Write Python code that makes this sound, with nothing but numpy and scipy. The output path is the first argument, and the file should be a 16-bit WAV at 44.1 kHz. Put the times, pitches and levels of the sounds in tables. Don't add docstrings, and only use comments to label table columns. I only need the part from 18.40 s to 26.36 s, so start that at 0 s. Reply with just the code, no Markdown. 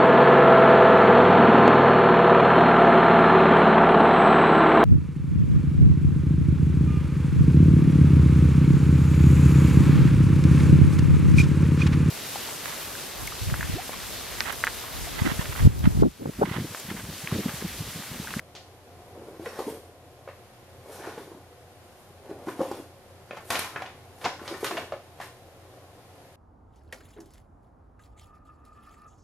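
import sys
import numpy as np
from scipy import signal
from scipy.fft import rfft, irfft, next_fast_len
from scipy.io import wavfile
from scipy.ndimage import uniform_filter1d

SR = 44100
rng = np.random.default_rng(int(sys.argv[2]) if len(sys.argv) > 2 else 0)


def to_wav(sig):
    pcm = np.clip(np.atleast_2d(sig), -1, 1) * 32767
    pcm = np.round(pcm).astype(np.int16)
    wavfile.write(sys.argv[1], SR, pcm.T)


N = 350947
TIME = np.arange(N) / SR

# frequency in Hz, relative density in dB.
AIR_SPECTRUM = [(20, -15), (30, -7), (45, -11), (65, -5.5), (90, 1.5), (140, -2), (220, -11), (370, -16.5),
                (560, -11.5), (730, -4.5), (900, -13), (1400, -15.5), (2500, -20), (6500, -27.5),
                (12000, -26.5), (15000, -36.5)]
# frequency in Hz, side minus mid level in dB.
HISS_SPREAD = [(30, 0), (80, -14), (200, -7.5), (400, 1.5), (700, -11), (1300, -2.5), (2400, -0.5),
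               (4400, 2), (8000, 0), (12000, -85)]
# frequency in Hz, level in dB.
HUM_TONES = [(59.5, -82), (87.5, -62), (91.5, -62), (118.4, -63), (371, -69), (484.5, -67.5), (710.6, -66),
             (1050, -75)]
# time of the peak in seconds, relative level in dB,
# swell and fade times in seconds, brightness in dB, relative level of the panels' flutter in dB.
CAT_RUBS = [(0.765, -66, 0.024, 0.054, -8, -41.5), (0.875, -59, 0.042, 0.04, -4.5, -43.5),
            (1.08, -44, 0.054, 0.04, -9.5, -38.5), (1.186, -40, 0.041, 0.056, -11.5, -39.5),
            (1.299, -48.5, 0.047, 0.058, -2, -41.5), (2.54, -49.5, 0.049, 0.07, -0.5, -42),
            (2.645, -41.5, 0.062, 0.073, -22, -43), (2.695, -43.5, 0.026, 0.064, -15.5, -42),
            (2.805, -51, 0.059, 0.096, -8.5, -49), (3.62, -64, 0.1, 0.027, -0.5, -68),
            (3.905, -50.5, 0.032, 0.035, -15, -39.5), (4.02, -71, 0.072, 0.054, -24, -40.5),
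            (4.1, -43, 0.04, 0.028, -10, -45), (4.235, -44.5, 0.065, 0.064, -10.5, -36.5),
            (4.372, -48.5, 0.13, 0.049, -8, -46), (4.97, -47, 0.052, 0.033, -20, -61),
            (5.09, -57.5, 0.037, .03, 7.5, -47), (5.125, -28, 0.01, 0.038, -11.5, -35),
            (5.16, -32, 0.025, 0.036, -20, -41), (5.204, -33.5, 0.02, 0.027, -7.5, -45),
            (5.245, -34, 0.025, 0.034, -22, -43.5), (5.37, -40.5, 0.045, 0.086, -39, -45),
            (5.825, -54.5, 0.04, 0.059, -0.5, -62), (5.857, -31, 0.017, 0.029, -34, -34),
            (6.09, -40, 0.053, 0.075, -13.5, -42.5), (6.225, -45.5, 0.044, 0.05, -5.5, -50),
            (6.262, -33.5, 0.024, 0.023, -9.5, -42), (6.378, -40, 0.042, 0.054, -16, -39.5),
            (6.826, -41, 0.017, 0.034, -10.5, -46)]
# frequency in Hz, bandwidth in Hz, gain in dB.
BAG_MODES = [(381, 13, -6), (554, 38, -3), (760, 71, -2), (855, 110, -1), (1044, 110, 4), (1440, 46, -0.5),
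             (1773, 35, -3), (2210, 98, -6), (2780, 26, -4), (3240, 81, -13), (3800, 56, -27)]
# frequency in Hz, side minus mid level in dB.
ECHO_SPREAD = [(80, -2), (400, -27), (700, -19), (1300, -7.5), (2400, -2), (4400, 2.5), (8000, -3),
               (12000, -12)]
# start in seconds, relative level in dB, pitch in Hz,
# bandwidth in octaves, brightness in dB, decay time in seconds.
CREASE_SNAPS = [(0.1504, -43.5, 3500, 1.8, -18, 0.0033), (0.162, -49, 3000, 1.9, -17, 0.0036),
                (1.058, -36, 1720, 0.78, -40, 0.004), (1.191, -34, 935, 0.58, -9, 0.0022),
                (1.876, -48.5, 1390, 1.3, -45, 0.003), (1.886, -51, 1890, 0.93, -37, 0.0037),
                (2.495, -57, 900, 1.5, -19, 0.0018), (2.644, -47, 1400, 1.3, -34, 0.004),
                (2.66, -43, 1200, 1.1, -28, 0.0018), (2.779, -49, 1200, 1.2, -26, 0.0036),
                (2.917, -53, 740, 1.2, -24, 0.0014), (4.0704, -40, 800, 1.3, -34, 0.0022),
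                (4.084, -38, 1260, 1, -22, 0.0038), (4.194, -40, 750, 0.7, -15, 0.0018),
                (4.2145, -30.5, 875, 0.62, -15, 0.0014), (4.314, -37.5, 980, 0.81, -9.5, 0.0028),
                (4.909, -37, 1870, 1.03, -56, 0.0025), (4.97, -41, 1290, 1.7, -34, .003),
                (5.103, -25, 1700, 1.6, -1.5, 0.0041), (5.143, -33.5, 1500, 1.6, -10, 0.0046),
                (5.154, -25, 2700, 1.2, -18, 0.0028), (5.1915, -27.5, 2300, 0.97, 0, 0.0019),
                (5.3595, -26.5, 1750, 0.65, -68, 0.003), (5.42, -37, 1540, 1.6, -18, 0.0029),
                (5.46, -43, 2360, 1.1, -35, 0.0033), (5.814, -49, 2250, 1.4, -24, 0.0034),
                (5.842, -32.5, 1900, 2.1, -28, 0.0064), (5.849, -31, 3800, 1.35, -40, 0.0049),
                (5.857, -29, 2070, 1.25, -33, 0.0041), (5.993, -46, 1300, 0.96, -23, 0.0027),
                (6.077, -32, 3000, 1.4, -21, 0.0026), (6.139, -38.5, 1400, 1.2, -33, 0.0026),
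                (6.2437, -28, 1710, 1.06, 0, 0.0026), (6.265, -33, 2700, 1.6, -18, 0.0043),
                (6.31, -28.5, 1390, 1.3, -14, 0.0018), (6.3689, -31, 1500, 1.6, -28, 0.0036),
                (6.375, -32.5, 2900, 0.72, -28, 0.0022), (6.521, -37.5, 1500, 1.5, -40, 0.0025),
                (6.8, -43, 1300, 1.6, -21, 0.0037), (6.812, -43, 1500, 1.8, -6, 0.002)]
# start in seconds, relative level in dB, pitch in Hz, decay time in seconds.
PANEL_POPS = [(0.153, -45, 696, 0.003), (0.82, -34, 400, 0.0033), (0.884, -32.5, 424, 0.0046),
              (0.9955, -30.5, 353, 0.0052), (1.064, -33.5, 451, 0.008), (1.1895, -19.5, 398, 0.0018),
              (1.2035, -24.5, 510, 0.0036), (1.268, -26.5, 280, 0.0043), (1.277, -30, 444, 0.013),
              (1.37, -35.5, 460, 0.0026), (1.875, -31, 550, 0.0022), (1.888, -39, 554, 0.0045),
              (2.458, -41.5, 526, 0.0049), (2.496, -28.5, 510, 0.0014), (2.603, -32, 423, 0.0026),
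              (2.673, -27, 381, 0.0034), (2.777, -30.5, 417, 0.0041), (2.876, -39, 376, 0.0036),
              (2.916, -36, 360, 0.0038), (2.948, -34.5, 300, 0.0026), (3.894, -31.5, 358, 0.0039),
              (3.912, -27, 387, 0.0027), (4.0706, -27, 313, 0.006), (4.083, -25, 330, 0.0034),
              (4.193, -22, 305, 0.0032), (4.2045, -22.5, 532, 0.0083), (4.208, -34.5, 853, 0.0059),
              (4.2142, -22.5, 320, 0.0035), (4.252, -35, 540, .003), (4.313, -23, 387, 0.0025),
              (4.388, -34, 420, 0.003), (4.398, -37, 308, 0.0051), (4.909, -32, 600, 0.0031),
              (4.932, -31, 560, 0.0031), (4.97, -40, 680, 0.0047), (5.105, -33, 694, 0.0046),
              (5.42, -30, 744, 0.0034), (5.851, -29.5, 496, 0.0032), (5.855, -24, 1010, 0.0045),
              (5.859, -21, 760, 0.0043), (6.016, -29, 350, 0.0018), (6.112, -29.5, 364, 0.0036),
              (6.124, -28.5, 380, 0.0044), (6.229, -24.5, 409, 0.0067), (6.246, -30, 1214, 0.005),
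              (6.312, -31.5, 670, 0.0054), (6.322, -33, 359, 0.0086), (6.352, -33, 335, 0.0044),
              (6.378, -28.5, 674, 0.0048), (6.5215, -24.5, 620, 0.003), (6.532, -32.5, 559, 0.0053),
              (6.8008, -33.5, 730, 0.0042)]
# time of the peak in seconds, level in dB, half length in seconds,
# pitch in Hz, bandwidth in Hz.
PAPER_SQUEAKS = [(0.166, -55, 0.007, 3300, 600), (1.086, -55, 0.013, 5450, 220),
                 (2.56, -63, 0.035, 5700, 1300), (6.819, -47.5, 0.0084, 1710, 1100)]

BAG_SHIFT = 0.023
CRACKLE_WET_DB, POP_WET_DB = -2.5, -0.5


def undb(db):
    return 10 ** (np.asarray(db) / 20)


def unit(x):
    return x / np.sqrt(np.mean(x ** 2))


def add(track, s, sound):
    i = int(s * SR)
    track[:, i:i + sound.shape[1]] += sound[:, :N - i]


def shape(x, gain_at):
    size = next_fast_len(len(x), True)
    f = np.maximum(np.fft.rfftfreq(size, 1 / SR), 1)
    return irfft(rfft(x, size) * gain_at(f), size)[:len(x)]


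def band(x, lo_hz, hi_hz, order=2):
    def gain_at(f):
        detuning = (f ** 2 - lo_hz * hi_hz) / (f * (hi_hz - lo_hz))
        return unit(1 / np.hypot(1, detuning ** order))
    return shape(x, gain_at)


def dull(x, top_hz, order=6):
    return shape(x, lambda f: 1 / np.hypot(1, (f / top_hz) ** order))


def colour(x, points):
    hz, db = np.transpose(points)
    return shape(x, lambda f: undb(np.interp(np.log(f), np.log(hz), db)))


def walk(rate):
    knots = rng.standard_normal(int(N / SR * rate) + 2)
    return 1.4 * np.interp(TIME * rate, np.arange(len(knots)), knots)


def diffuse(size, width):
    mid, side = rng.standard_normal(size), colour(rng.standard_normal(size), width)
    return np.array([mid + side, mid - side])


def air_and_hum(air_db=-54.5):
    air = unit(np.array([colour(channel, AIR_SPECTRUM) for channel in diffuse(N, HISS_SPREAD)]))
    air *= undb(air_db + 0.5 * walk(6.4))
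    hum = sum(undb(db + walk(4.8)) * np.sin(2 * np.pi * hz * TIME + walk(4.6)) for hz, db in HUM_TONES)
    return air + np.sqrt(2) * hum


def crackle(size, rate, spread_db):
    slips = rng.random(size) < rate / SR
    strengths = undb(spread_db * np.minimum(rng.exponential(size=size), 4)) / np.sqrt(rate)
    return unit(slips * strengths * rng.choice([-1, 1], size))


def treble(clicks, bright_db, crisp_db, sheen_db):
    crisp = band(clicks * undb(crisp_db + 0.5 * bright_db), 2830, 7130, order=3)
    sheen = band(clicks * undb(sheen_db + bright_db), 7800, 13060, order=3)
    return crisp + sheen


def rubbing(rest_db=-68, rest_bright_db=-5.5, rest_flutter_db=-52.5, flutter_exponent=0.74):
    power, flutter = undb(rest_db) ** 2, undb(rest_flutter_db) ** 2
    bright = power * undb(rest_bright_db) ** 2
    for s, db, swell_s, fade_s, bright_db, flutter_db in CAT_RUBS:
        force = np.exp(-np.maximum((s - TIME) / swell_s, (TIME - s) / fade_s))
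        power += (undb(db) * force) ** 2
        bright += (undb(db + bright_db) * force) ** 2
        flutter += (undb(flutter_db) * force ** flutter_exponent) ** 2
    return 10 * np.log10([power, bright / power, flutter])


def rustle(loud_db=-35, loud_slips_per_s=10000):
    level_db, bright_db, flutter_db = rubbing()
    unsteady_db = walk(70)
    rate = np.clip(loud_slips_per_s * undb(0.5 * (level_db - loud_db)), 800, SR / 2)
    slips = crackle(N, rate, spread_db=1.5) * undb(level_db + unsteady_db)
    mids = undb(-8.5) * band(slips, 760, 2070)
    highs = undb(-5) * treble(slips, bright_db, crisp_db=-4.5, sheen_db=2.5)
    shakes = crackle(N, rate=1600, spread_db=1) * undb(flutter_db + unsteady_db)
    flutter = band(shakes, 288, 611) + undb(-13.5) * band(shakes, 130, 255)
    return mids + highs + undb(-7) * flutter


def bag(x, tuning, facet_count=6, low_hz=1086, high_hz=6020, facet_width_hz=77, facet_db=-3):
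    facets_hz = low_hz * (high_hz / low_hz) ** rng.random(facet_count)
    modes = list(BAG_MODES) + [(hz, facet_width_hz, facet_db) for hz in facets_hz]
    return x + sum(undb(db) * signal.lfilter(*signal.iirpeak(hz * tuning, hz / width_hz, fs=SR), x)
                   for hz, width_hz, db in modes)


def room(x, wet_db, t60_low_s=0.33, t60_high_s=0.46, build_s=0.00089):
    t = np.arange(SR // 2) / SR
    noise = diffuse(len(t), ECHO_SPREAD)
    low = signal.sosfilt(signal.butter(1, 4000, fs=SR, output="sos"), noise)
    tail = low * undb(-60 * t / t60_low_s) + (noise - low) * undb(-60 * t / t60_high_s)
    tail *= 1 - np.exp(-t / build_s)
    tail *= undb(wet_db) / np.sqrt(np.sum(tail.mean(axis=0) ** 2))
    response = signal.unit_impulse(len(t)) + tail
    return signal.fftconvolve(x[None], response, axes=1)[:, :N]


def shifting_bag(x, pose_s=0.25):
    out, size = np.zeros((2, N)), int(pose_s * SR)
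    for i in range(0, N, size):
        piece = np.pad(x[i:i + size], (0, SR // 20))
        ringing = bag(piece, tuning=1 + BAG_SHIFT * rng.uniform(-1.1, 1))
        add(out, i / SR, room(ringing, CRACKLE_WET_DB))
    return out


def dry_cracks(release, smooth_hz=700):
    spectrum = rfft(release * crackle(len(release), rate=22000, spread_db=3))
    smooth_bins = max(int(smooth_hz * len(release) / SR), 1)
    power = uniform_filter1d(np.abs(spectrum) ** 2, smooth_bins)
    return irfft(spectrum / np.sqrt(power), len(release)) * np.sqrt(np.sum(release ** 2))


def snaps(lead_s=0.008, rise_s=0.00098, trail_s=0.025, crease_top_hz=7600):
    out = np.zeros((2, N))
    t = np.maximum(np.arange(SR // 7) / SR - lead_s, 0)
    for s, db, hz, octaves, bright_db, fade_s in CREASE_SNAPS:
        trail_db = -13 - 0.5 * (db + 35)
        decay = np.exp(-t / fade_s) + undb(trail_db) * np.exp(-t / trail_s)
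        release = (1 - np.exp(-t / rise_s)) * decay
        cracks = undb(db + 0.5) * dry_cracks(release)
        edge_ratio = 2 ** (octaves / 2)
        crease = dull(band(cracks, hz / edge_ratio, hz * edge_ratio), crease_top_hz)
        highs = treble(cracks, bright_db, crisp_db=-4.5, sheen_db=-2.5)
        lows = undb(-4) * band(cracks, 90, 650)
        ringing = bag(crease + highs + lows, tuning=1 + BAG_SHIFT * rng.uniform(-0.74, 1))
        add(out, s - lead_s, room(ringing, CRACKLE_WET_DB))
    return out


def pops(rise_s=0.001, overtone_db=-13, thump_db=-22, leak_hz=160):
    out, t = np.zeros((2, N)), np.arange(SR // 10) / SR
    for s, db, hz, ring_s in PANEL_POPS:
        overtone_hz = 1.988 * hz * rng.uniform(0.823, 1.04)
        thump_hz = 190 * rng.uniform(0.26, 1.5)
        note = np.sin(2 * np.pi * hz * t)
        overtone = undb(overtone_db) * np.sin(2 * np.pi * overtone_hz * t)
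        thump = undb(thump_db) * np.sin(2 * np.pi * thump_hz * t)
        envelope = (1 - np.exp(-t / rise_s)) * np.exp(-t / ring_s)
        pop = undb(db + 7.5) * (note + overtone + thump) * envelope
        add(out, s, room(pop, POP_WET_DB, t60_low_s=0.26))
    return signal.sosfilt(signal.butter(2, leak_hz, "highpass", fs=SR, output="sos"), out)


def squeaks():
    out, slips = np.zeros(N), rng.standard_normal(N)
    for s, db, half_s, hz, width_hz in PAPER_SQUEAKS:
        envelope = np.exp(-0.5 * ((TIME - s) / half_s) ** 2)
        out += undb(db) * envelope * band(slips, hz - width_hz / 2, hz + width_hz / 2)
    return out


def tick(s=5.1925, gain_db=-9.5, rise_s=0.0003, band_hz=(8600, 13000), side_db=-7):
    out, t = np.zeros((2, N)), np.arange(SR // 50) / SR
    release = np.exp(-t / 0.0017)
    mid, side = dry_cracks(release), undb(side_db) * dry_cracks(release)
    envelope = (1 - np.exp(-t / rise_s)) * np.exp(-t / 0.004)
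    cracks = envelope * np.array([mid + side, mid - side])
    high_band = signal.butter(3, band_hz, "bandpass", fs=SR, output="sos")
    add(out, s, undb(gain_db) * signal.sosfilt(high_band, cracks))
    return out


def scene(left_db=0.24):
    rubs = shifting_bag(rustle() + squeaks())
    return (rubs + snaps() + pops() + tick() + air_and_hum()) * undb([[left_db], [-left_db]])


def record(dry, notch_hz=7950, top_hz=14750):
    notched = signal.lfilter(*signal.iirnotch(notch_hz, Q=22, fs=SR), dry)
    return signal.sosfilt(signal.ellip(8, 0.2, 70, top_hz, fs=SR, output="sos"), notched)


dry = scene()
out = record(dry)
to_wav(out)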